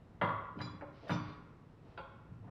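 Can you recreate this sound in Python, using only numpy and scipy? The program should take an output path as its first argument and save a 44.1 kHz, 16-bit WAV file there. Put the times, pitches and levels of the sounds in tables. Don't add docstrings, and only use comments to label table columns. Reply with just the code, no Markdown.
import sys
import numpy as np
from scipy import signal
from scipy.fft import rfft, irfft
from scipy.io import wavfile
from scipy.ndimage import uniform_filter1d

SR = 44100
rng = np.random.default_rng(int(sys.argv[2]) if len(sys.argv) > 2 else 0)


def store_pcm(level_fs):
    pcm = np.round(np.clip(level_fs, -1, 1) * 32767).astype(np.int16)
    wavfile.write(sys.argv[1], SR, np.atleast_2d(pcm).T)


def makeup_ratio(level_db):
    decades = np.asarray(level_db, float) / 20
    return 10 ** decades


N = 110250

# start_s, thud_db, favoured_pitch_hz, clatter_db, clatter_cutoff_hz
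BLOWS = [(.214, -28.5, 162, -27.5, 3240), (0.233, -34.5, 136, -45.5, 4000), (.553, -36.5, 236, -77, 1500),
         (0.589, -31.5, 102, -44, 3930), (0.613, -38, 162, -41.5, 5340), (0.727, -42.5, 176, -54.5, 1510),
         (.810, -45.5, 302, -42.5, 2220), (1.080, -57, 162, -46.5, 5250), (1.094, -26, 160, -29.5, 2640),
         (1.107, -31.5, 189, -33.5, 3900), (1.133, -34.5, 180, -38, 5140), (1.29, -46.5, 300, -91, 5250),
         (1.976, -84, 300, -41.5, 4270), (2.297, -39, 104, -88, 990), (2.389, -42.5, 100, -75, 1730),
         (2.443, -42.5, 144, -55, 1200), (2.475, -43, 104, -51, 1290)]
# mode_hz, level_db, t60_s
TIRE_MODES = [(71, -20.5, 0.095), (100.5, 4.5, 0.28), (128, 3, 0.19), (176, 5, 0.3), (201.8, -3, 0.17),
              (242.6, 3.5, 0.11), (300, -1, 0.41), (407.3, 8, 0.1)]
# start_s, level_db, favoured_pitch_hz
FLANGE_HITS = [
    (.2135, -28, 1710),
    (.218, -29, 597),
    (.227, -31.5, 980),
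    (.232, -33, 1700),
    (.247, -31.5, 1077),
    (.291, -32.5, 1110),
    (.598, -47.5, 397),
    (.605, -38.5, 1540),
    (1.0955, -37.5, 1500),
    (1.108, -34.5, 1150),
]
# start_s, level_db, favoured_pitch_hz
DISC_HITS = [
    (.8105, -48, 1236),
    (.822, -43, 570),
    (1.975, -40, 1720),
    (1.983, -45, 590),
    (1.989, -43.5, 920),
    (2.475, -68, 1150),
]
# mode_hz, level_db, t60_s
FLANGE_MODES = [(356, -5, 0.066), (457, -6.5, 0.06), (573, 7, 0.026), (772, -4.5, 0.033), (980, 5, 0.04),
                (1042, 0.5, 0.057), (1150, 3, 0.041), (1263, -5, 0.06), (1397, -0.5, 0.035),
                (1516, -6.5, 0.039), (1672, -3, 0.024), (2065, -7, 0.047), (3712, -13.5, 0.065),
                (3985, -14, 0.042)]
# mode_hz, level_db, t60_s
DISC_MODES = [(567, 3.5, 0.075), (868, 0.5, 0.038), (1058, 4, 0.027), (1373.4, -1.5, 0.049),
              (1469, -0.5, 0.031), (2225, -12.5, 0.072), (2584, -9.5, 0.058), (2804, -10, 0.056),
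              (3220, -18.5, 0.078), (3335, -27.5, 0.11), (4040, -14, 0.05), (4380, -9, .06),
              (4650, -2.5, 0.05)]
# start_s, level_db
FIRST_IRON_HITS = [
    (.612, -51.5),
]
# mode_hz, level_db, t60_s
FIRST_IRON_MODES = [(2374, 1.5, 0.22), (2700, -17, 0.11), (3395, -5.5, 0.12), (3974, 5, 0.16),
                    (4050, -17.5, 0.13), (4875, 5, 0.18), (4910, -5, 0.27), (5640, -20, 0.17),
                    (5722, -21, 0.85), (5729, -22.5, 0.29), (6130, -23.5, 0.12), (7009, -11.5, 0.15),
                    (7024, -13, 0.14), (9400, -27, 0.17)]
# start_s, level_db
SECOND_IRON_HITS = [
    (1.080, -60),
    (1.103, -54),
    (1.113, -54.5),
]
# mode_hz, level_db, t60_s
SECOND_IRON_MODES = [(2400, -6.5, 0.24), (2580, -3, 0.16), (3250, -5, 0.14), (3580, 3, 0.14),
                     (3940, -13.5, 0.18), (4550, -3, 0.24), (4716, -9.5, 0.62), (4930, -4, .12),
                     (5300, -6, 0.12), (5889, -18, 0.54), (5908, -11.5, 0.47), (7009, -17.5, 0.13),
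                     (7050, -25, .25), (7596, -30, 0.18)]
# start_s, level_db
LOOSE_IRON_HITS = [
    (.216, -65),
    (.585, -67),
    (1.1, -56.5),
    (1.15, -63),
    (1.28, -66),
]
# mode_hz, level_db, t60_s
LOOSE_IRON_MODES = [(2174, 2.5, 0.1), (2380, 0.5, 0.14), (2818, -1.5, 0.17), (3023, -4.5, 0.23),
                    (3340, -9.5, 0.37), (3584, -4.5, 0.2), (3803, -9, .25), (4130, -3.5, .3),
                    (4590, -12.5, 0.39), (5170, -19, 0.17), (5160, -22, 0.14), (5660, -21, 0.17),
                    (6460, -25, 0.19), (6500, -32, .2)]
# time_s, level_db
DRAG_PRESSURE = [(0, -100), (.54, -100), (.605, -70), (.63, -100), (.89, -100), (.95, -76), (1.07, -75),
                 (1.11, -73), (1.2, -81), (1.3, -76), (1.42, -95), (1.8, -96), (1.85, -84), (1.96, -84),
                 (1.99, -100), (2.5, -100)]
# time_s, level_db
RUB_PRESSURE = [(0, -100), (.97, -100), (1.03, -62), (1.085, -52), (1.1, -100), (1.77, -100), (1.83, -66),
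                (1.9, -70.5), (1.95, -66), (1.975, -100), (2.39, -100), (2.44, -68.5), (2.5, -79)]
# time_s, pitch_hz
RUB_PITCH = [(0, 500), (1.03, 400), (1.085, 684), (1.8, 300), (1.85, 390), (1.9, 694), (1.96, 543),
             (2.4, 507), (2.5, 1080)]
# start_s, level_db, length_s
SPITS = [
    (0.208, -86.5, .045),
    (0.583, -90, 0.061),
    (1.078, -76, 0.044),
    (1.976, -92, .03),
]
# band_hz, t60_s
BAY_T60 = [(60, 0.72), (200, 0.76), (600, 0.78), (1200, 0.98), (2500, 0.79), (5000, 0.46), (12000, 0.26)]
# band_hz, band_level_db
HUM = [(12, -45), (20, -10.5), (116, -1), (274, -12), (452, -16), (491, -21), (667, -20), (1040, -23.5),
       (15500, -64.5)]

TIRE_DB, TIRE_FAVOUR_DB, RIM_FAVOUR_DB = -13, -11, -7.5
HIT_SPREAD_DB, SWELL_HZ = 1.2, 120
CLATTER_DECAY_S, CLATTER_LOW_HZ = 0.006, 343
GRIT_PER_S = 3700
RUB_LUMPS_DB, RUB_WIDTH_DB = 4, -11.5
DIRECT_DB, EARLY_DB, BAY_DB = 0.5, 2.5, -3
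EARLY_DECAY_S, BAY_BUILD_S = 0.014, 0.0033
EVEN_BINS = 80
HUM_DB = -57.5
FIZZ_DB, FIZZ_POWER = -18.5, 1.6


def rms_one(x):
    return x / np.sqrt(np.mean(x ** 2) + 1e-20)


def in_time(rows):
    return np.interp(np.arange(N) / SR, *np.transpose(rows))


def at_hz(points, hz):
    table_hz, value = np.transpose(points)
    return np.interp(np.log(hz), np.log(table_hz), value)


def cut(x, hz, kind, order=2):
    return signal.sosfilt(signal.butter(order, hz, kind, fs=SR, output="sos"), x)


def bands(size):
    edges_hz = 22 * 2 ** np.arange(0, 9.8, .5)
    white = rng.standard_normal((2, size))
    out = []
    for k, (low_hz, high_hz) in enumerate(zip(edges_hz, edges_hz[1:])):
        out.append((np.sqrt(low_hz * high_hz), cut(white[k % 2], [low_hz, high_hz], "band")))
    return out


def strike(hits, modes, share_db, favour_db=0, soft=False):
    start_s, hit_db, favour_hz = np.transpose([(*hit, 1)[:3] for hit in hits])
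    at = (start_s * SR).astype(int)
    out = np.zeros(N)
    luck = rng.standard_normal((30, 14))
    for k, (hz, mode_db, t60_s) in enumerate(modes):
        lean_db = favour_db * np.log2(hz / favour_hz) ** 2
        level_db = hit_db + mode_db + share_db + lean_db + HIT_SPREAD_DB * luck[:len(at), k]
        clicks = np.full(N, 1e-18)
        clicks[at] = makeup_ratio(level_db) * (-1) ** k
        if soft:
            clicks = cut(clicks, [hz - SWELL_HZ, hz + SWELL_HZ], "band", order=1)
        r = makeup_ratio(-60 / (t60_s * SR))
        w = 2 * np.pi * hz / SR
        out += signal.lfilter([0, np.sin(w)], [1, -2 * r * np.cos(w), r * r], clicks)
    return out


def tire():
    thuds = np.array(BLOWS)[:, :3]
    return cut(strike(thuds, TIRE_MODES, TIRE_DB, TIRE_FAVOUR_DB), [85, 600], "band", order=3)


def clatter():
    size = 4000
    out = np.zeros(N + size)
    decay = np.exp(-np.arange(size) / SR / CLATTER_DECAY_S)
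    for (start_s, _, _, level_db, top_hz), noise in zip(BLOWS, rng.standard_normal((len(BLOWS), size))):
        burst = cut(noise * decay, top_hz, "low", order=8)
        burst = cut(burst, 840, "low", order=1)
        burst = cut(burst, CLATTER_LOW_HZ, "high")
        at = int(start_s * SR)
        out[at:at + size] += makeup_ratio(level_db) * burst / np.abs(burst).max()
    return out[:N]


def rim():
    flange = strike(FLANGE_HITS, FLANGE_MODES, -4.5, RIM_FAVOUR_DB)
    disc = strike(DISC_HITS, DISC_MODES, -2.5, RIM_FAVOUR_DB)
    return cut(flange + disc, [300, 4200], "band", order=3)


def irons():
    first = strike(FIRST_IRON_HITS, FIRST_IRON_MODES, -5.5, soft=True)
    second = strike(SECOND_IRON_HITS, SECOND_IRON_MODES, -4, soft=True)
    loose = strike(LOOSE_IRON_HITS, LOOSE_IRON_MODES, -4, soft=True)
    return cut(first + second + loose, 2200, "high")


def grit():
    slips = rng.random(N) < GRIT_PER_S / SR
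    return slips * rng.standard_normal(N) * makeup_ratio(1.5 * rng.exponential(1, N))


def drag(grains):
    hiss = cut(grains, [1200, 5000], "band", order=1)
    return makeup_ratio(in_time(DRAG_PRESSURE)) * rms_one(cut(hiss, 5240, "low", order=8))


def rub(grains):
    lumps = makeup_ratio(RUB_LUMPS_DB * rms_one(cut(rng.standard_normal(N), 40, "low")))
    pitch_hz = in_time(RUB_PITCH)
    tone = np.zeros(N)
    for hz in 200 * 2 ** np.arange(0, 3.1, 1 / 3):
        band = rms_one(cut(grains, [hz / 1.12, hz * 1.12], "band"))
        tone += makeup_ratio(RUB_WIDTH_DB * np.log2(hz / pitch_hz) ** 2) * band
    return makeup_ratio(in_time(RUB_PRESSURE)) * rms_one(tone * lumps)


def spits():
    t = np.arange(N) / SR
    level = np.zeros(N)
    for start_s, level_db, length_s in SPITS:
        swell = np.clip((t - start_s) / .015, 0, 1)
        fall = np.exp(-np.maximum(t - start_s - length_s, 0) / .025)
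        level += makeup_ratio(level_db) * swell * fall
    hiss = cut(rng.standard_normal(N), 8000, "high", order=4)
    return level * rms_one(cut(hiss, 8800, "low"))


def bay(x):
    size = 60000
    t = np.arange(size) / SR
    late = sum(band * makeup_ratio(-60 * t / at_hz(BAY_T60, hz)) for hz, band in bands(size))
    late = late * (1 - np.exp(-t / BAY_BUILD_S))
    early = rng.standard_normal(size) * (rng.random(size) < .03) * np.exp(-t / EARLY_DECAY_S)
    echo = makeup_ratio(BAY_DB) * late / np.linalg.norm(late) + makeup_ratio(EARLY_DB) * early / np.linalg.norm(early)
    echo[0] = makeup_ratio(DIRECT_DB)
    spectrum = rfft(echo, 2 * size)
    colour = np.sqrt(uniform_filter1d(np.abs(spectrum) ** 2, size=EVEN_BINS))
    even = irfft(spectrum / colour)[:size]
    return signal.fftconvolve(x, even * np.linalg.norm(echo))[:N]


def background():
    settle = 8000
    noise = sum(makeup_ratio(at_hz(HUM, hz)) * band[settle:] for hz, band in bands(N + settle))
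    return makeup_ratio(HUM_DB) * rms_one(noise)


def scene():
    grains = grit()
    sources = tire() + clatter() + rim() + irons() + drag(grains) + rub(grains)
    return (bay(sources) + spits() + background())[None]


def low_pass(x):
    return signal.sosfilt(signal.butter(12, 15660, fs=SR, output="sos"), x)


def record(dry):
    level = uniform_filter1d(np.abs(cut(dry, 500, "high")), size=600)
    fizz = makeup_ratio(FIZZ_DB) * level ** FIZZ_POWER * cut(rng.standard_normal(dry.shape), 9300, "high")
    ending = np.clip((N - 1 - np.arange(N)) / 250, 0, 1)
    return low_pass((dry + fizz) * np.sin(ending * np.pi / 2) ** 2)


dry = scene()
out = record(dry)
store_pcm(out)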